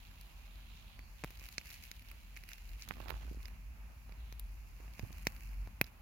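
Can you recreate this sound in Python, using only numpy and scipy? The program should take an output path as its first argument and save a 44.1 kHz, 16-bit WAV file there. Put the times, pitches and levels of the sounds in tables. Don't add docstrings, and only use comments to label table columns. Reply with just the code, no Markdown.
import sys
import numpy as np
from scipy import signal
from scipy.fft import rfft, irfft, next_fast_len
from scipy.io import wavfile
from scipy.ndimage import uniform_filter1d

SR = 44100
rng = np.random.default_rng(int(sys.argv[2]) if len(sys.argv) > 2 else 0)


def master_out(mix):
    frames = np.transpose(np.atleast_2d(mix))
    ceiling = np.clip(frames, -1, 1)
    pcm = np.round(ceiling * 32767).astype(np.int16)
    wavfile.write(sys.argv[1], SR, pcm)


def attenuation_scalar(level_db):
    decades = np.asarray(level_db, float) / 20
    return 10 ** decades


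N = 265041


def on_log_axis(table, hz):
    table_hz, values = np.transpose(table)
    return np.interp(np.log(hz + 1), np.log(table_hz), values)


def curves(table):
    s, *columns = np.transpose(table)
    return [np.interp(np.arange(N) / SR, s, column) for column in columns]


def held(table, rise_s, fade_s):
    start, length, value = (column[:, None] for column in np.transpose(table))
    t = np.arange(N) / SR
    rise = (t - start) / rise_s + 1
    fade = (start + length - t) / fade_s + 1
    return value, np.minimum(rise, fade).clip(0, 1)


def walk(rate):
    hold = int(SR / rate)
    steps = np.repeat(rng.standard_normal(N // hold + 1), hold)
    return uniform_filter1d(steps, hold)[:N]


def band(x, lo_hz, hi_hz, order=2):
    return signal.sosfilt(signal.butter(order, [lo_hz, hi_hz], "bandpass", fs=SR, output="sos"), x)


def unit(x):
    return x / np.sqrt(np.mean(x.mean(axis=0) ** 2))


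def panned(db, pan_db):
    gains = attenuation_scalar(np.array([pan_db, -pan_db]) / 2)
    return attenuation_scalar(db) * gains / gains.mean(axis=0)


def place(sounds, s):
    length = sounds.shape[-1]
    out = np.zeros((2, N + length))
    for k, i in enumerate((s * SR).astype(int)):
        out[:, i:i + length] += sounds[:, k]
    return out[:, :N]


def causal(table, size=512):
    gain_db = on_log_axis(table, np.fft.rfftfreq(size, 1 / SR))
    cepstrum = irfft(np.log(attenuation_scalar(gain_db)), size)
    cepstrum[1:size // 2] *= 2
    cepstrum[size // 2 + 1:] = 0
    return irfft(np.exp(rfft(cepstrum)), size)


# (frequency [Hz], gain [dB])
LEFT_PORT = [(1000, -3.5), (1750, -11), (2350, 2), (2700, -1), (3200, -8), (4900, -7), (6500, -3),
             (7300, -5), (8100, -13), (8800, -8), (10500, -2), (12000, -0.5), (16000, -5)]
RIGHT_PORT = [(1000, -2), (1800, 3), (2400, 9), (2700, 7.5), (3100, -2), (4300, -4.5), (5000, -5),
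              (6500, -16), (7300, -21.5), (8100, -22.5), (9600, -19.5), (11500, -8), (16000, -6.5)]


def ports(x):
    responses = np.array([causal(LEFT_PORT), causal(RIGHT_PORT)])
    responses = responses.reshape((2,) + (1,) * (x.ndim - 2) + (-1,))
    return signal.fftconvolve(x, responses, axes=-1)[..., :x.shape[-1]]


def hiss():
    return attenuation_scalar(-71) * unit(ports(rng.standard_normal((2, N))))


# (frequency [Hz], density [dB per Hz])
AIR_COLOUR = [(30, -10.5), (60, 1), (120, -13.5), (250, -15), (330, -17), (420, -30), (900, -25.5),
              (1600, -31), (2500, -39)]
# (frequency [Hz], correlation [0-1])
AIR_LIKENESS = [(60, 0.87), (130, 0.99), (290, 0.62), (640, 0.33), (1400, 0.018)]
# (time [s], level [dB])
BREEZE = [
    (0, -63.5),
    (.6, -59.5),
    (1.0, -61),
    (1.44, -59),
    (2.5, -62),
    (3.5, -60.5),
    (4.2, -58.5),
    (4.55, -63),
    (5.0, -55.5),
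    (6.01, -59),
]
# (start [s], length [s], lean to the right [dB])
RUBS = [(-.1, .8, 6), (.985, 0.0089, 14), (2.0, .8, 1), (2.88, 0.17, 26), (3.07, .09, 33), (3.2, .08, 24),
        (3.32, 0.22, 11.5), (3.84, .05, 2.5), (4.09, 0.026, 10), (4.75, 0.097, 2.5), (5.07, 0.045, 8),
        (5.45, .15, 2)]


def air():
    breeze_db = curves(BREEZE)[0]
    lean_db, shape = held(RUBS, rise_s=0.033, fade_s=0.07)
    rub_db = (lean_db * shape).max(axis=0)
    bass_db = breeze_db + 0.26 * rub_db
    rustle_db = -68 + 0.65 * (breeze_db + 59) + 0.22 * rub_db
    hz = np.fft.rfftfreq(N, 1 / SR)
    like = on_log_axis(AIR_LIKENESS, hz).clip(0, 1)
    spectra = rfft(rng.standard_normal((2, N))) * attenuation_scalar(on_log_axis(AIR_COLOUR, hz))
    mid, side = spectra * np.sqrt([1 + like, 1 - like])
    noise = irfft(np.array([mid + side, mid - side]), N)
    bass = unit(band(noise, 55, 352)) * panned(bass_db + 1.27 * walk(18), -0.32 * rub_db)
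    grains_db = (rub_db / 4).clip(0, 5) * walk(250)
    rustle_gain = panned(rustle_db + 1.4 * walk(20) + grains_db, -0.5 * rub_db)
    return bass + unit(band(noise, 292, 2530)) * rustle_gain


# (time [s], pitch [Hz], level [dB], share that beats [0-1])
DRAUGHT = [(0, 43.3, -50.5, 0.9), (.45, 45, -52, 0.6), (1.3, 45.57, -50, 1), (1.66, 45.46, -56.5, 0.7),
           (1.9, 44.87, -54.5, 0.85), (2.24, 45, -50, 0.7), (2.55, 41.6, -54, 0.3), (2.74, 45.8, -42, 0.02),
           (2.86, 49.66, -58.5, 0.5), (3.05, 50.37, -43, 0.9), (3.7, 53.22, -46.5, 0.5),
           (4.0, 52.67, -50.5, 0.83), (4.4, 51.17, -43.5, 0.79), (4.9, 50.4, -50, 0.55),
           (5.3, 44.6, -49, 0.16), (5.62, 45.9, -39.5, .05), (5.72, 47.5, -54.5, 0.1),
           (6.01, 43.36, -56, 0.4)]


def flutter():
    hz, db, beating = curves(DRAUGHT)
    share = beating.clip(0, 1)
    throbs_per_s = 8.2 * attenuation_scalar(3.6 * walk(7.3))
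    throb = 1 - share + share * np.abs(np.cos(np.pi * np.cumsum(throbs_per_s) / SR))
    phase = 2 * np.pi * np.cumsum(hz * (1 + 0.0824 * walk(25))) / SR
    stray = band(rng.standard_normal((2, N)), 26, 74.6)
    mid, side = stray / stray.std()
    swing = np.sqrt(2) * attenuation_scalar(1.8 * walk(17)) * throb * np.sin(phase) + 0.26 * mid
    return attenuation_scalar(db) * (swing + 0.14 * side * np.array([[1], [-1]]))


# (time [s], peak [dB], pitch [Hz], left minus right [dB])
BUMPS = [
    (3.138, -41, 80.7, -37),
    (5.029, -32, 106, -33),
    (5.099, -45, 134.6, -25),
    (5.664, -40.5, 79.6, 4),
]


def bumps():
    s, peak_db, hz, pan_db = np.transpose(BUMPS)
    turns = hz[:, None] * np.arange(2048) / SR
    swing = np.sin(2 * np.pi * turns) * turns * np.exp(-turns / 0.5) * 4
    return place(swing * panned(peak_db, pan_db)[..., None], s)


# (time [s], right peak [dB], pulse length [ms], grit re peak [dB])
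SLIPS = [(2.8786, -41, 1, -16), (2.9094, -21.5, 0.8, -21), (2.9198, -37, 0.8, -15),
         (2.9695, -44.5, 1.7, -2), (3.0028, -35, 1.8, -5), (3.016, -40, 0.4, -13), (3.053, -44, 0.39, -7),
         (3.0832, -37.5, 1.1, 3), (3.085, -33, 0.43, -10), (3.0941, -33.5, 1, -4), (3.1033, -35.5, 1.6, 5),
         (3.1056, -25.5, 1.1, -0.5), (3.1178, -36, 1.4, -6), (3.1416, -39, 1.25, -6),
         (3.159, -45, 0.95, -14), (3.211, -60, 2.1, -16), (3.2502, -47, 5.1, -14), (3.2781, -49, 3.1, -23),
         (3.3128, -37, 5.4, -27), (3.325, -46.5, 4, -28), (3.3462, -47, 3.3, -20),
         (3.3716, -43.5, 4.8, -20), (4.8022, -47.5, 4, -25), (5.0337, -40, 4.7, -28),
         (5.0495, -46.5, 1.8, -19)]


def slips():
    s, right_db, ms, grit_db = np.transpose(SLIPS)
    left_db = -67 + 0.3 * (right_db + 31)
    t = np.arange(-256, 512) / SR
    turns = t / (ms.clip(0.2, 6)[:, None] / 1000) - 0.22
    jerk = 2 * np.sin(2 * np.pi * turns) * np.exp(-(turns / 0.24) ** 2)
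    jerk = jerk + 0.32 * np.sin(2 * np.pi * 170 * t) * np.exp(-np.abs(t) / 0.0015)
    scrape = np.exp(-np.abs(t) / 0.00073) + 0.21 * np.exp(-np.abs(t) / 0.0058)
    grit = rng.standard_normal((len(s), len(t))) * scrape
    grit = ports(band(np.array([grit, grit]), 2500, 16400))[1]
    grit = attenuation_scalar(grit_db)[:, None] * grit / np.abs(grit).max(axis=1, keepdims=True)
    return place((jerk + grit) * attenuation_scalar([left_db, right_db])[..., None], s + t[0])


# (time [s], pitch [Hz], level [dB])
WHISTLE = [
    (.76, 4760, -100),
    (.84, 4600, -92),
    (1.0, 4516, -74.5),
    (1.2, 4380, -85),
    (1.3, 4310, -100),
]


def whistle():
    hz, db = curves(WHISTLE)
    breath = uniform_filter1d(rng.standard_normal((2, N)), size=150)
    return attenuation_scalar(db) * unit(breath * np.sin(2 * np.pi * np.cumsum(hz) / SR))


# (time [s], level [dB])
COOKING = [(0, -76), (.69, -77.5), (.84, -76.5), (1.0, -79.5), (1.27, -73), (1.62, -72.5), (1.81, -69.5),
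           (2.13, -76), (2.4, -76.5), (3.2, -72.5), (3.5, -78), (3.63, -82), (4.2, -79.5), (4.72, -76.5),
           (5.0, -74.5), (5.15, -71.5), (5.42, -74.5), (5.9, -86.5)]
# (start [s], length [s], gain [dB])
FITS = [(1.395, 0.12, 3), (1.65, 0.1, 4.5), (1.82, 0.045, 2.5), (2.36, 0.014, 4), (2.48, 0.062, 5.5),
        (2.69, 0.016, 2.5), (2.8, 0.037, 5), (3.4, .09, 3), (5.12, 0.026, 1), (5.22, 0.44, 2.5),
        (5.86, .02, 10)]
# (start [s], length [s], level [dB])
JETS = [
    (-.1, 1.0, -71.5),
    (1.2, 0.72, -69),
    (2.0, 0.88, -75.5),
    (2.8, 0.42, -69.5),
    (3.46, 0.035, -79),
    (4.2, 0.14, -75),
    (5.1, .27, -75.5),
    (5.5, 0.57, -88),
]
# (low edge [Hz], high edge [Hz])
SIZZLE_HZ = [(1500, 3000), (3000, 4200), (4200, 7500), (7500, 17000)]


def sizzle():
    unrest = attenuation_scalar(1.74 * walk(40) + 0.5 * walk(220))
    droplets_db = (3 * rng.exponential(size=N)).clip(0, 17)
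    droplets = attenuation_scalar(droplets_db) * (rng.random(N) < 0.025)
    tail = np.exp(-np.arange(128) / SR / 0.0004)
    swarm = np.sqrt(signal.fftconvolve(droplets ** 2, tail)[:N].clip(0) + 0.25)

    usual_db = -74.5
    fit_db, boiling = held(FITS, rise_s=0.0058, fade_s=0.023)
    fit_db = (fit_db * boiling).max(axis=0)
    cooking = curves(COOKING)[0] - usual_db + fit_db
    port_db = usual_db + 3.5 + 0.85 * cooking + 0.5 * fit_db
    middle_db = usual_db + 0.34 + cooking
    top_db = usual_db + 0.5 + 1.27 * cooking
    jet_db, shape = held(JETS, rise_s=0.054, fade_s=0.22)
    steam_db = 20 * np.log10((attenuation_scalar(jet_db) * shape).max(axis=0) + attenuation_scalar(-101))

    lively = ((top_db + 84) / 12).clip(0.15, 1)
    grain = unrest * swarm
    grain = (grain / np.sqrt(np.mean(grain ** 2))) ** lively
    spit = ports(grain * rng.standard_normal((2, N)))
    out = 0
    for db, edges_hz in zip([port_db, steam_db, middle_db, top_db], SIZZLE_HZ):
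        out = out + attenuation_scalar(db + 1.12 * walk(9.8)) * unit(band(spit, *edges_hz, order=3))
    return out


# (time [s], peak [dB], thud re peak [dB], crack re peak [dB], fizz re peak [dB])
POPS = [(0.9915, -44, -17.5, -16, -25), (1.2376, -33.5, -10.5, -16, -51), (1.2442, -38.5, -4.5, -19, -18.5),
        (1.3053, -47.5, -15.5, -9.5, -13.5), (1.4869, -41.5, -31, -13, -19),
        (1.5808, -24.5, -26.5, -14.5, -47), (1.715, -43.5, -33, -21, -23),
        (1.914, -37.5, -25, -11.5, -16.5), (2.114, -44.5, -30, -18, -15), (2.365, -40.5, -32, -15.5, -31),
        (2.3707, -39, -32, -49, -28), (2.4365, -42.5, -28, -16, -22), (2.4891, -38.5, -33, -14, -20.5),
        (2.5167, -39, -34, -19, -32), (2.8217, -45, -26, -7.5, -36), (2.8874, -40.5, -23, -6.5, -11.5),
        (3.4822, -43.5, -25, -16.5, -19), (4.3248, -44.5, -13.5, -13, -20), (4.3954, -72.5, 6, 16, 21.5),
        (4.994, -38, -11.5, -16.5, -24), (5.2691, -18.5, -17, -17, -28.5), (5.3634, -47.5, -26, -13, -22),
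        (5.6738, -58.5, 2.5, -6.5, -13), (5.8128, -14, -19, -20, -21.5)]
# (time [s], peak [dB], brightness re peak [dB])
SPITS = [(0.2112, -55, -2.5), (1.3724, -53.5, -8), (1.3955, -53, -8), (1.4632, -46, -15), (1.5251, -57, -2),
         (1.6128, -46, -21), (1.6568, -45.5, -14), (1.67, -60, 0), (1.703, -45, -12), (1.7083, -56.5, 1),
         (1.7267, -60, 3), (1.731, -60, 2), (1.8247, -49.5, -9), (1.8372, -53, -4), (1.8579, -70, -10),
         (2.0217, -50.5, -14), (2.086, -56.5, -4.5), (2.3734, -55, -7), (2.4524, -73, -8),
         (2.5083, -50, -11), (2.5324, -60, 9), (2.581, -49, -14), (2.6917, -58, -3), (2.7948, -54.5, -12),
         (2.811, -51, -10), (2.834, -55, -6.5), (3.429, -64.5, 2), (4.9361, -57.5, -7), (5.127, -50, -10),
         (5.866, -59, -3)]
# (time [s], peak [dB], thud re peak [dB], brightness re peak [dB])
TICKS = [(0.113, -58, -23, -11), (0.7373, -55, -21, -15), (1.4159, -56.5, -8.5, -26),
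         (2.9376, -47, -23, -14), (3.4039, -57, -14, -21), (3.455, -44.5, -25, -10), (4.0939, -58, -3, -13),
         (4.122, -50.5, -13, -14), (4.8795, -58, -8.5, -24), (5.1058, -60.5, 0.5, -20),
         (5.8417, -47, -17, -6.5), (5.8735, -55.5, -11, -13)]


def bursts():
    rows = [(*row, -1.5) for row in POPS]
    rows += [(s, db, -26, bright, bright - 5.5, -1.5) for s, db, bright in SPITS]
    rows += [(s, db, thud, bright, bright - 5.5, -15) for s, db, thud, bright in TICKS]
    return np.transpose(rows)


# (low edge [Hz], high edge [Hz])
BURST_HZ = [(1300, 3100), (3600, 6800), (7300, 17000)]


def pops():
    s, peak_db, thud_db, crack_db, fizz_db, pan_db = bursts()
    t = np.arange(1024) / SR
    chance = rng.standard_normal((2, len(s), len(t)))
    echoes = chance * np.abs(chance) * (0.08 * np.exp(-t / 0.0015) + 0.012 * np.exp(-t / 0.005))
    click = t == 4 / SR
    cracks = [band(ports(echoes + direct * click), *edges_hz)
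              for direct, edges_hz in zip([1, 0.45, 0.25], BURST_HZ)]
    rise = t / 0.00012
    swing = np.sin(2 * np.pi * 135 * t) * np.exp(-t / 0.0032)
    push = 2.22 * rise * np.exp(-rise) - 0.43 * swing + 4.2 * band(echoes, 700, 1470)
    levels_db = [peak_db + thud_db + 15.5, peak_db, peak_db + crack_db + 12.5, peak_db + fizz_db + 18]
    out = 0
    for part, db in zip([push] + cracks, levels_db):
        peak = np.abs(part.mean(axis=0)).max(axis=-1, keepdims=True)
        out = out + part / peak * attenuation_scalar(db)[:, None]
    return place(out * panned(0, pan_db + 2.5)[..., None], s + 0.00043)


def scene():
    background = hiss() + air() + flutter()
    hand = bumps() + slips()
    fire = whistle() + sizzle() + pops()
    return background + hand + fire


def low_pass(x):
    return signal.sosfilt(signal.butter(12, 17000, fs=SR, output="sos"), x)


def record(dry):
    x = signal.sosfilt(signal.butter(2, 30, "highpass", fs=SR, output="sos"), dry)
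    size = next_fast_len(N)
    hz, spectrum = np.fft.rfftfreq(size, 1 / SR), rfft(x, size)
    steady_top_hz, sharp_top_hz = 15950, 16600
    below = ((steady_top_hz - hz) / 120 + 0.5).clip(0, 1)
    body = irfft(spectrum * below, size)[:, :N]
    top = irfft(spectrum * (1 - below) * (hz < sharp_top_hz), size)[:, :N]
    loud = uniform_filter1d(np.abs(top).max(axis=0), size=64) > attenuation_scalar(-59)
    gate = uniform_filter1d(uniform_filter1d(1.0 * loud, size=48), size=48)
    return low_pass(body + gate * top)


dry = scene()
out = record(dry)
master_out(out)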